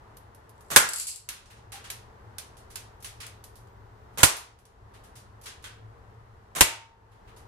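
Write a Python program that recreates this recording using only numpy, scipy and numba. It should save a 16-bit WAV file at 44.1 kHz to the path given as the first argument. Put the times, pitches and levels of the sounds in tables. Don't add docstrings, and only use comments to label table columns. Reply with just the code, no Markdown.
import sys
import numpy as np
from scipy import signal
from scipy.fft import rfft, irfft
from scipy.io import wavfile
from scipy.ndimage import uniform_filter1d
from numba import njit

SR = 44100
rng = np.random.default_rng(int(sys.argv[2]) if len(sys.argv) > 2 else 0)


def inscribe(sig):
    pcm = np.round(np.clip(np.atleast_2d(sig).T, -1, 1) * 32767)
    wavfile.write(sys.argv[1], SR, pcm.astype(np.int16))


N = 329427

# f/Hz, t60/s
ROOM_T60 = [(60, 0.4), (250, 0.33), (1000, 0.46), (2000, 0.41), (4000, 0.38), (8000, 0.29), (12000, 0.22),
            (14500, .2), (17000, 0.069)]
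# f/Hz, share/0-1
PORT_LIKENESS = [(60, 1), (130, .95), (300, 0.91), (700, 0.3), (1500, 0.1), (4000, 0)]
# f/Hz, level/dB
AIR_SPECTRUM = [(15, -38.5), (25, -7.5), (107, -5.5), (161, -18), (200, -18.5), (334, -18.5), (404, -14),
                (515, -18), (656, -17), (932, -14), (1990, -26), (2270, -32.5), (11500, -49),
                (12500, -47.5), (15900, -62.5)]
# f/Hz, width/Hz, level/dB
DRONES = [(66, 38, -62.5), (109, 13, -58), (199, 22, -73), (377, 25, -77.5), (453, 37, -68)]
# t/s, gain/dB
DRONE_SWELL = [(0, -4), (.5, -5), (2.1, 3.5), (2.5, -4), (3.1, 2), (4.2, 2.5), (5.2, 0.5), (5.9, 3.5),
               (6.5, -0.5), (7.47, 2.5)]
# t/s, peak/dB, body/dB, top octave/dB, pan L-R/dB, room/dB
CLICKS = [(0.169, -38, -16, -4, -2, -7.5), (0.3482, -42.5, -30, -7, -4, -6),
          (0.4936, -43, -25, -8, -3, -10), (0.608, -43, -31, -10, -6, -5), (1.289, -14, -8, -14, -1.5, -3),
          (1.4572, -41, -26, -32, -21, 9), (1.502, -43, 1.5, -18.5, -12, 15),
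          (1.569, -52.5, -10, -34, 10, 9), (1.72, -31, -5.5, -16, -9, 9.5), (1.7555, -36.5, 5, -14, -2, 4),
          (1.8397, -34.5, -2, -28, -7, 16), (1.9017, -21, -8, -12, -2, -3.5),
          (2.3833, -20.5, -12.5, -15.5, -8, -3), (2.569, -43, -13, -15, -9.5, 7.5),
          (2.7028, -40.5, -12, -15.5, -9.5, 11), (2.7572, -21, -12, -16, -7, -3),
          (3.0034, -48, -16.5, -17, -7.5, 5.5), (3.025, -37, -18.5, -9, 1, 3),
          (3.0453, -24, -9.5, -15, -6, 2), (3.2031, -30, -4.5, -21, -8, 8),
          (3.2319, -33.5, 29, -17, -10.5, 2.5), (3.2654, -30, -14, -15, 8, -3),
          (3.4399, -33.5, -24.5, -10, -1, -3.5), (3.556, -40.5, -21.5, -10.5, -12, 5.5),
          (3.671, -54.5, -10, -23, -1, -7), (4.134, -58, -5.5, -18.5, -1.5, 9.5),
          (4.366, -20.5, -30, -12, -2.5, 2), (4.5885, -43.5, -4.5, -11, -0.5, 0),
          (4.6532, -40.5, -16, -18, -1.5, -3), (4.9384, -44.5, 3.5, -20, -3.5, 11),
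          (5.0377, -47, -8, -12, -5.5, 9.5), (5.1547, -40, -15, -15, -5, 11.5),
          (5.4133, -44, -19, -10, -11.5, 5.5), (5.4344, -40.5, -22.5, -17.5, -3, 14),
          (5.458, -30, -6, -21.5, 2, 10), (5.625, -44, -9, -17, -7.5, 6),
          (5.6411, -30, 1, -23.5, -2.5, 3.5), (7.115, -52, 3, -17, -5, 18), (7.2749, -48, 10, -25, -11, 13),
          (7.3626, -45.5, -10.5, -14, -13, 15.5)]
# f/Hz, level/dB
CLICK_SPECTRUM = [(1470, -13.5), (2500, -8.5), (6100, -3), (8000, -4), (10000, 1.5), (12300, 6.5),
                  (14500, 2.5), (15500, -16), (16000, -19.5)]
# f/Hz, level/dB
BODY_SPECTRUM = [(600, -19), (1200, 2), (1800, 2.5), (2800, 0.5), (4000, -4), (6000, -18)]
# t/s, peak/dB, pan L-R/dB
SHOTS = [(0.71, -18, -3.5), (4.1814, -18.5, -4), (6.558, -18.5, -4)]
# f/Hz, level/dB
POP_SPECTRUM = [(40, -41), (70, -12), (140, -0.5), (230, -12.5), (530, -4.5), (900, -3.5), (1400, -2.5),
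                (2600, -8), (3500, -8.5), (5000, -14), (6500, -7.5), (9500, -8.5), (12500, -11.5),
                (14000, -21.5), (16000, -29.5)]
# t/s, peak/dB, dent f/Hz, dent lift/dB, thump peak/dB, thump f/Hz, hum/dB, pan L-R/dB
HITS = [(0.7611, 14, 1396, 10.5, -8.5, 220, -51, -2), (4.2320, 12.5, 1101, 2, -1, 190, -50.5, -4),
        (6.6083, 10, 2600, 6, -6.5, 168, -30.5, 1.1)]
# f/Hz, level/dB
SMACK_SPECTRUM = [(100, -25.5), (250, -8.5), (500, -1.5), (1000, -0.5), (2000, -1.5), (3300, -2.5),
                  (5000, -6.5), (9000, -2.5), (12500, -10), (16000, -25.5)]
# f/Hz, level/dB
CRACK_SPECTRUM = [(210, -35.5), (350, -7.5), (684, -6.5), (1280, -8.5), (1450, -6), (1700, -10),
                  (1960, -5.5), (3960, -9), (7990, -3.5), (12100, -6), (15900, -32.5)]
# f/Hz, level/dB, t60/s
CAN_MODES = [(940, -5.5, 0.17), (1040, -1.5, 0.089), (1200, -6, 0.09), (1366, -2.5, 0.12), (1470, -4, 0.14),
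             (1597, 1, 0.062), (1649, -3.5, 0.068), (1790, -0.5, 0.091), (2018, -10.5, 0.2),
             (2187, -4.5, 0.11), (2300, -2.5, 0.23), (2600, 0.5, .08), (2950, 0.5, 0.058),
             (3127, -5.5, .08), (3343, -11, .08), (3627, -1, .08)]
# f/Hz, level/dB, t60/s
BACKSTOP_MODES = [(45.5, 1.5, 0.095), (81, -2.5, .09), (133.5, -2, .07), (172, -7, .05), (258, 6, 0.032),
                  (315, -2.5, .05)]
# f/Hz, level/dB
SCRAP_SPECTRUM = [(1500, -26), (2500, -9.5), (3500, -12), (4600, -4.5), (5800, -6.5), (7800, 1),
                  (9500, 0.5), (11000, -3), (13500, -13), (16000, -30)]
# f/Hz, lift/dB
SCRAP_RESONANCES = [(2400, -3), (4450, 4), (5300, 2), (7600, 5.5), (8800, 0), (10700, 3.5)]
# t/s, peak/dB, pan L-R/dB, room/dB
SCRAP_TICKS = [(0.889, -11, 5, -2), (0.9341, -11, 0.5, -2), (0.96, -11.5, 2.5, 2.5), (0.984, -15, 6, 2),
               (0.9981, -11, 1, 1.5), (1.0107, -18, 7, 7), (1.069, -14, 0.5, 5), (1.0826, -20.5, 5, 10),
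               (1.1592, -17.5, 18.5, 5)]
# t/s, f/Hz, peak/dB
SHORT_RINGS = [(1.005, 2400, -33), (1.11, 4940, -32), (1.73, 815, -42), (3.21, 5000, -46), (3.21, 3300, -49)]
# f/Hz, level/dB
LATCH_MODES = [(1600, 0), (3300, -2)]
# t/s, peak/dB
LATCH_KNOCKS = [(5.459, -43), (5.643, -39)]

TIME_S = np.arange(N) / SR
AGE_S = np.arange(int(.7 * SR)) / SR
IMPULSE = 1. * (AGE_S == 0)


def undb(db):
    return 10 ** (np.asarray(db) / 20)


def along(table, hz):
    f, value = np.transpose(table)
    return np.interp(np.log(np.maximum(hz, 1)), np.log(f), value)


def hump(hz, centre_hz, octaves):
    return np.exp(-(np.log2(np.maximum(hz, 1) / centre_hz) / octaves) ** 2)


def plateau_db(from_s, to_s, rise_db_s, fall_db_s):
    return -rise_db_s * np.maximum(from_s - TIME_S, 0) - fall_db_s * np.maximum(TIME_S - to_s, 0)


def unit_rms(x):
    return x / np.sqrt(np.mean(x ** 2))


def colour(x, gain):
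    cepstrum = irfft(np.log(gain(np.fft.rfftfreq(4096, 1 / SR)) + 1e-9))
    cepstrum[1:2048] *= 2
    cepstrum[2049:] = 0
    response = irfft(np.exp(rfft(cepstrum)))[:2048]
    return signal.fftconvolve(x, response)[:len(x)]


def pulse(spectrum):
    return colour(IMPULSE, lambda f: undb(along(spectrum, f)))


def shaped_noise(gain, rows):
    return irfft(rfft(rng.standard_normal((rows, N))) * gain(np.fft.rfftfreq(N, 1 / SR)), N)


def waver(rate_hz):
    hold = int(SR / rate_hz)
    steps = np.repeat(rng.standard_normal(N // hold + 1), hold)
    return np.sqrt(2) * uniform_filter1d(uniform_filter1d(steps, hold), hold)[:N]


def fade(t60_s):
    return np.exp(-np.log(1000) * AGE_S / t60_s)


def ring(hz, t60_s, phase=0):
    return np.sin(2 * np.pi * hz * AGE_S + phase) * fade(t60_s)


def clatter(decay_ms):
    noise = rng.standard_normal((2, len(AGE_S))) * np.exp(-AGE_S * 1000 / decay_ms)
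    return noise / np.sqrt(np.sum(noise ** 2) / 2)


def echoes(build_s=.004):
    hz = np.fft.rfftfreq(len(AGE_S), 1 / SR)
    noise = rng.standard_normal((3, len(AGE_S)))
    share = along(PORT_LIKENESS, hz) ** 2
    ports = np.sqrt(share) * rfft(noise[0]) + np.sqrt(1 - share) * rfft(noise[1:])
    tail = 0
    for centre_hz, t60_s in ROOM_T60:
        band = along([(f, f == centre_hz) for f, _ in ROOM_T60], hz)
        tail += irfft(ports * band, len(AGE_S)) * fade(t60_s)
    tail *= 1 - np.exp(-AGE_S / build_s)
    return tail / np.sqrt(np.sum(tail ** 2) / 2)


def at_ports(sound, pan_db, decay_ms, clatter_db, room_db, lag_ms=.18):
    direct = np.array([np.roll(IMPULSE, int(lag_ms * SR / 1000)), IMPULSE])
    near = (direct + undb(clatter_db) * clatter(decay_ms)) * undb([[pan_db / 2], [-pan_db / 2]])
    path = near + undb(clatter_db + room_db) * echoes()
    return signal.fftconvolve(sound[None], path, axes=1)[:, :len(AGE_S)]


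def add(out, t_s, sound, peak_db):
    start = int(t_s * SR)
    out[:, start:start + len(AGE_S)] += (sound * undb(peak_db) / np.abs(sound).max())[:, :N - start]


def room_tone(air_db=-53, lag_ms=.35):
    def port_noise(gain):
        common = shaped_noise(lambda f: gain(f) * np.sqrt(along(PORT_LIKENESS, f)), 1)[0]
        diffuse = shaped_noise(lambda f: gain(f) * np.sqrt(1 - along(PORT_LIKENESS, f)), 2)
        sided = np.array([np.roll(common, int(lag_ms * SR / 1000)), common])
        return unit_rms(sided + diffuse)
    bed = port_noise(lambda f: undb(along(AIR_SPECTRUM, f))) * undb(air_db + .8 * waver(3.7))
    swell_db = np.interp(TIME_S, *np.transpose(DRONE_SWELL))
    for hz, width_hz, db in DRONES:
        drone = port_noise(lambda f: 1 / (1 + (2 * (f - hz) / width_hz) ** 2))
        bed += drone * undb(db + swell_db + 1.3 * waver(5.5))
    return bed * undb([[.8], [-.8]])


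def clicks(out, wall_ms=13, wall_db=-11):
    for t_s, db, body_db, top_db, pan_db, room_db in CLICKS:
        def gain(f):
            bright_db = along(CLICK_SPECTRUM, f) + top_db * hump(f, 13720, .47) + 4 * hump(f, 10200, .27)
            return undb(bright_db) + undb(body_db + along(BODY_SPECTRUM, f))
        tick = colour(IMPULSE, gain)
        echo = undb(wall_db) * np.roll(tick, int(wall_ms * SR / 1000))
        add(out, t_s, at_ports(tick + echo, pan_db, 6.7, 24, room_db), db)


def rifle(out):
    pop, snap = pulse(POP_SPECTRUM), pulse(CLICK_SPECTRUM)
    for t_s, db, pan_db in SHOTS:
        add(out, t_s - .007, at_ports(pop, pan_db, 15, 19, -12), db - 6)
        add(out, t_s, at_ports(pop, pan_db, 1.5, 5.2, 21), db)
        add(out, t_s + .0019, at_ports(snap, pan_db, .8, 7.3, -6), db)
        add(out, t_s + .023, at_ports(pop, pan_db, 45, 25, -4), db - 1.5)


def can_crack(dent_hz, dent_db, tilt_db_oct=1.44):
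    def gain(f):
        tilt_db = tilt_db_oct * np.log2(np.maximum(f, 100) / 3000)
        return undb(along(CRACK_SPECTRUM, f) + tilt_db + dent_db * hump(f, dent_hz, .62))
    return colour(IMPULSE, gain)


def can_clang(dent_hz, split=.012):
    clang = 0
    for hz, db, t60_s in CAN_MODES:
        loudness, detune = rng.standard_normal(2)
        pair = ring(hz * (1 + .013 * detune), t60_s) + ring(hz * (1 + .016 * detune + split), t60_s)
        clang += undb(db + 3 * loudness) * hump(hz, dent_hz, .47) * pair
    return clang


def backstop_thump(centre_hz, rise_s=.003):
    thump = 0
    for hz, db, t60_s in BACKSTOP_MODES:
        phases = 1.6 * rng.standard_normal((2, 1))
        thump += undb(db) * hump(hz, centre_hz, 2.3) * ring(hz, t60_s, phases)
    return thump * (1 - np.exp(-AGE_S / rise_s)) * undb([[-5], [0]])


def can_hum(hz=912, t60_s=.9, beat_hz=9, twin_db=-10):
    return ring(hz, t60_s) + undb(twin_db) * ring(hz + beat_hz, t60_s)


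def hits(out):
    smack = pulse(SMACK_SPECTRUM)
    for t_s, db, dent_hz, dent_db, thump_db, thump_hz, hum_db, pan_db in HITS:
        crack, clang = can_crack(dent_hz, dent_db), can_clang(dent_hz)
        add(out, t_s, at_ports(smack, pan_db, 11, 25, -14, lag_ms=.1), db)
        add(out, t_s, at_ports(crack, pan_db, 16, 6, -1.5, lag_ms=.1), db - 1.5)
        add(out, t_s, at_ports(clang, pan_db, 1, 3, -7.5, lag_ms=.1), db + dent_db - 16)
        add(out, t_s, backstop_thump(thump_hz), thump_db)
        add(out, t_s, at_ports(can_hum(), pan_db, .8, -7.5, -10.5), hum_db)


def scrap_gain(hz):
    lift_db = sum(db * hump(hz, f, octaves=.09) for f, db in SCRAP_RESONANCES)
    return undb(along(SCRAP_SPECTRUM, hz) + lift_db)


def scrap_rattle(grains_per_s=1200, level_db=-42.5):
    grains = (rng.random(N) < grains_per_s / SR) * undb(3 * rng.exponential(size=N))
    smeared = signal.fftconvolve(grains[None], clatter(1.4), axes=1)[:, :N]
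    rough = smeared * rng.standard_normal((2, N))
    rattle = np.array([unit_rms(colour(port, scrap_gain)) for port in rough])
    return rattle * undb(level_db + plateau_db(.96, 1.15, rise_db_s=90.5, fall_db_s=493))


def scrap_ticks(out):
    tick = colour(IMPULSE, scrap_gain)
    for t_s, db, pan_db, room_db in SCRAP_TICKS:
        add(out, t_s, at_ports(tick, pan_db, 5.4, 26, room_db), db)


def mode_cluster(hz, spread=.04, t60_s=.06):
    draws = rng.standard_normal((9, 2))
    return sum(ring(hz * (1 + spread * detune), t60_s, 3 * phase) for detune, phase in draws)


def short_rings(out):
    for t_s, hz, db in SHORT_RINGS:
        add(out, t_s, at_ports(mode_cluster(hz), -2, 22, 14, -8), db)


def whine(hz=12050, level_db=-85.5):
    gate_db = plateau_db(2.9, 4.15, rise_db_s=100, fall_db_s=100)
    return np.sin(2 * np.pi * hz * TIME_S) * undb(level_db + gate_db + 3 * waver(15))


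def latch(out):
    for t_s, peak_db in LATCH_KNOCKS:
        knock = sum(undb(db) * mode_cluster(hz) for hz, db in LATCH_MODES)
        add(out, t_s, at_ports(knock, -2, 4, 3, 2), peak_db)


def scene():
    out = room_tone() + whine() + scrap_rattle()
    for source in (rifle, hits, scrap_ticks, clicks, short_rings, latch):
        source(out)
    return out


@njit
def follow(x, attack_s, release_s):
    levels, level = np.empty(len(x)), x[0]
    for i in range(len(x)):
        level += (x[i] - level) / (SR * (attack_s if x[i] > level else release_s))
        levels[i] = level
    return levels


def record(dry):
    threshold_db, max_duck_db, top_hz = -34, 6.5, 16050
    level = follow(np.abs(dry).max(axis=0) + 1e-9, attack_s=.021, release_s=.19)
    duck_db = np.clip(.5 * (20 * np.log10(level) - threshold_db), 0, max_duck_db)
    clipped = np.clip(dry * undb(-duck_db), -.97, .97)
    return signal.sosfilt(signal.ellip(12, .2, 90, top_hz, fs=SR, output="sos"), clipped)


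dry = scene()
out = record(dry)
inscribe(out)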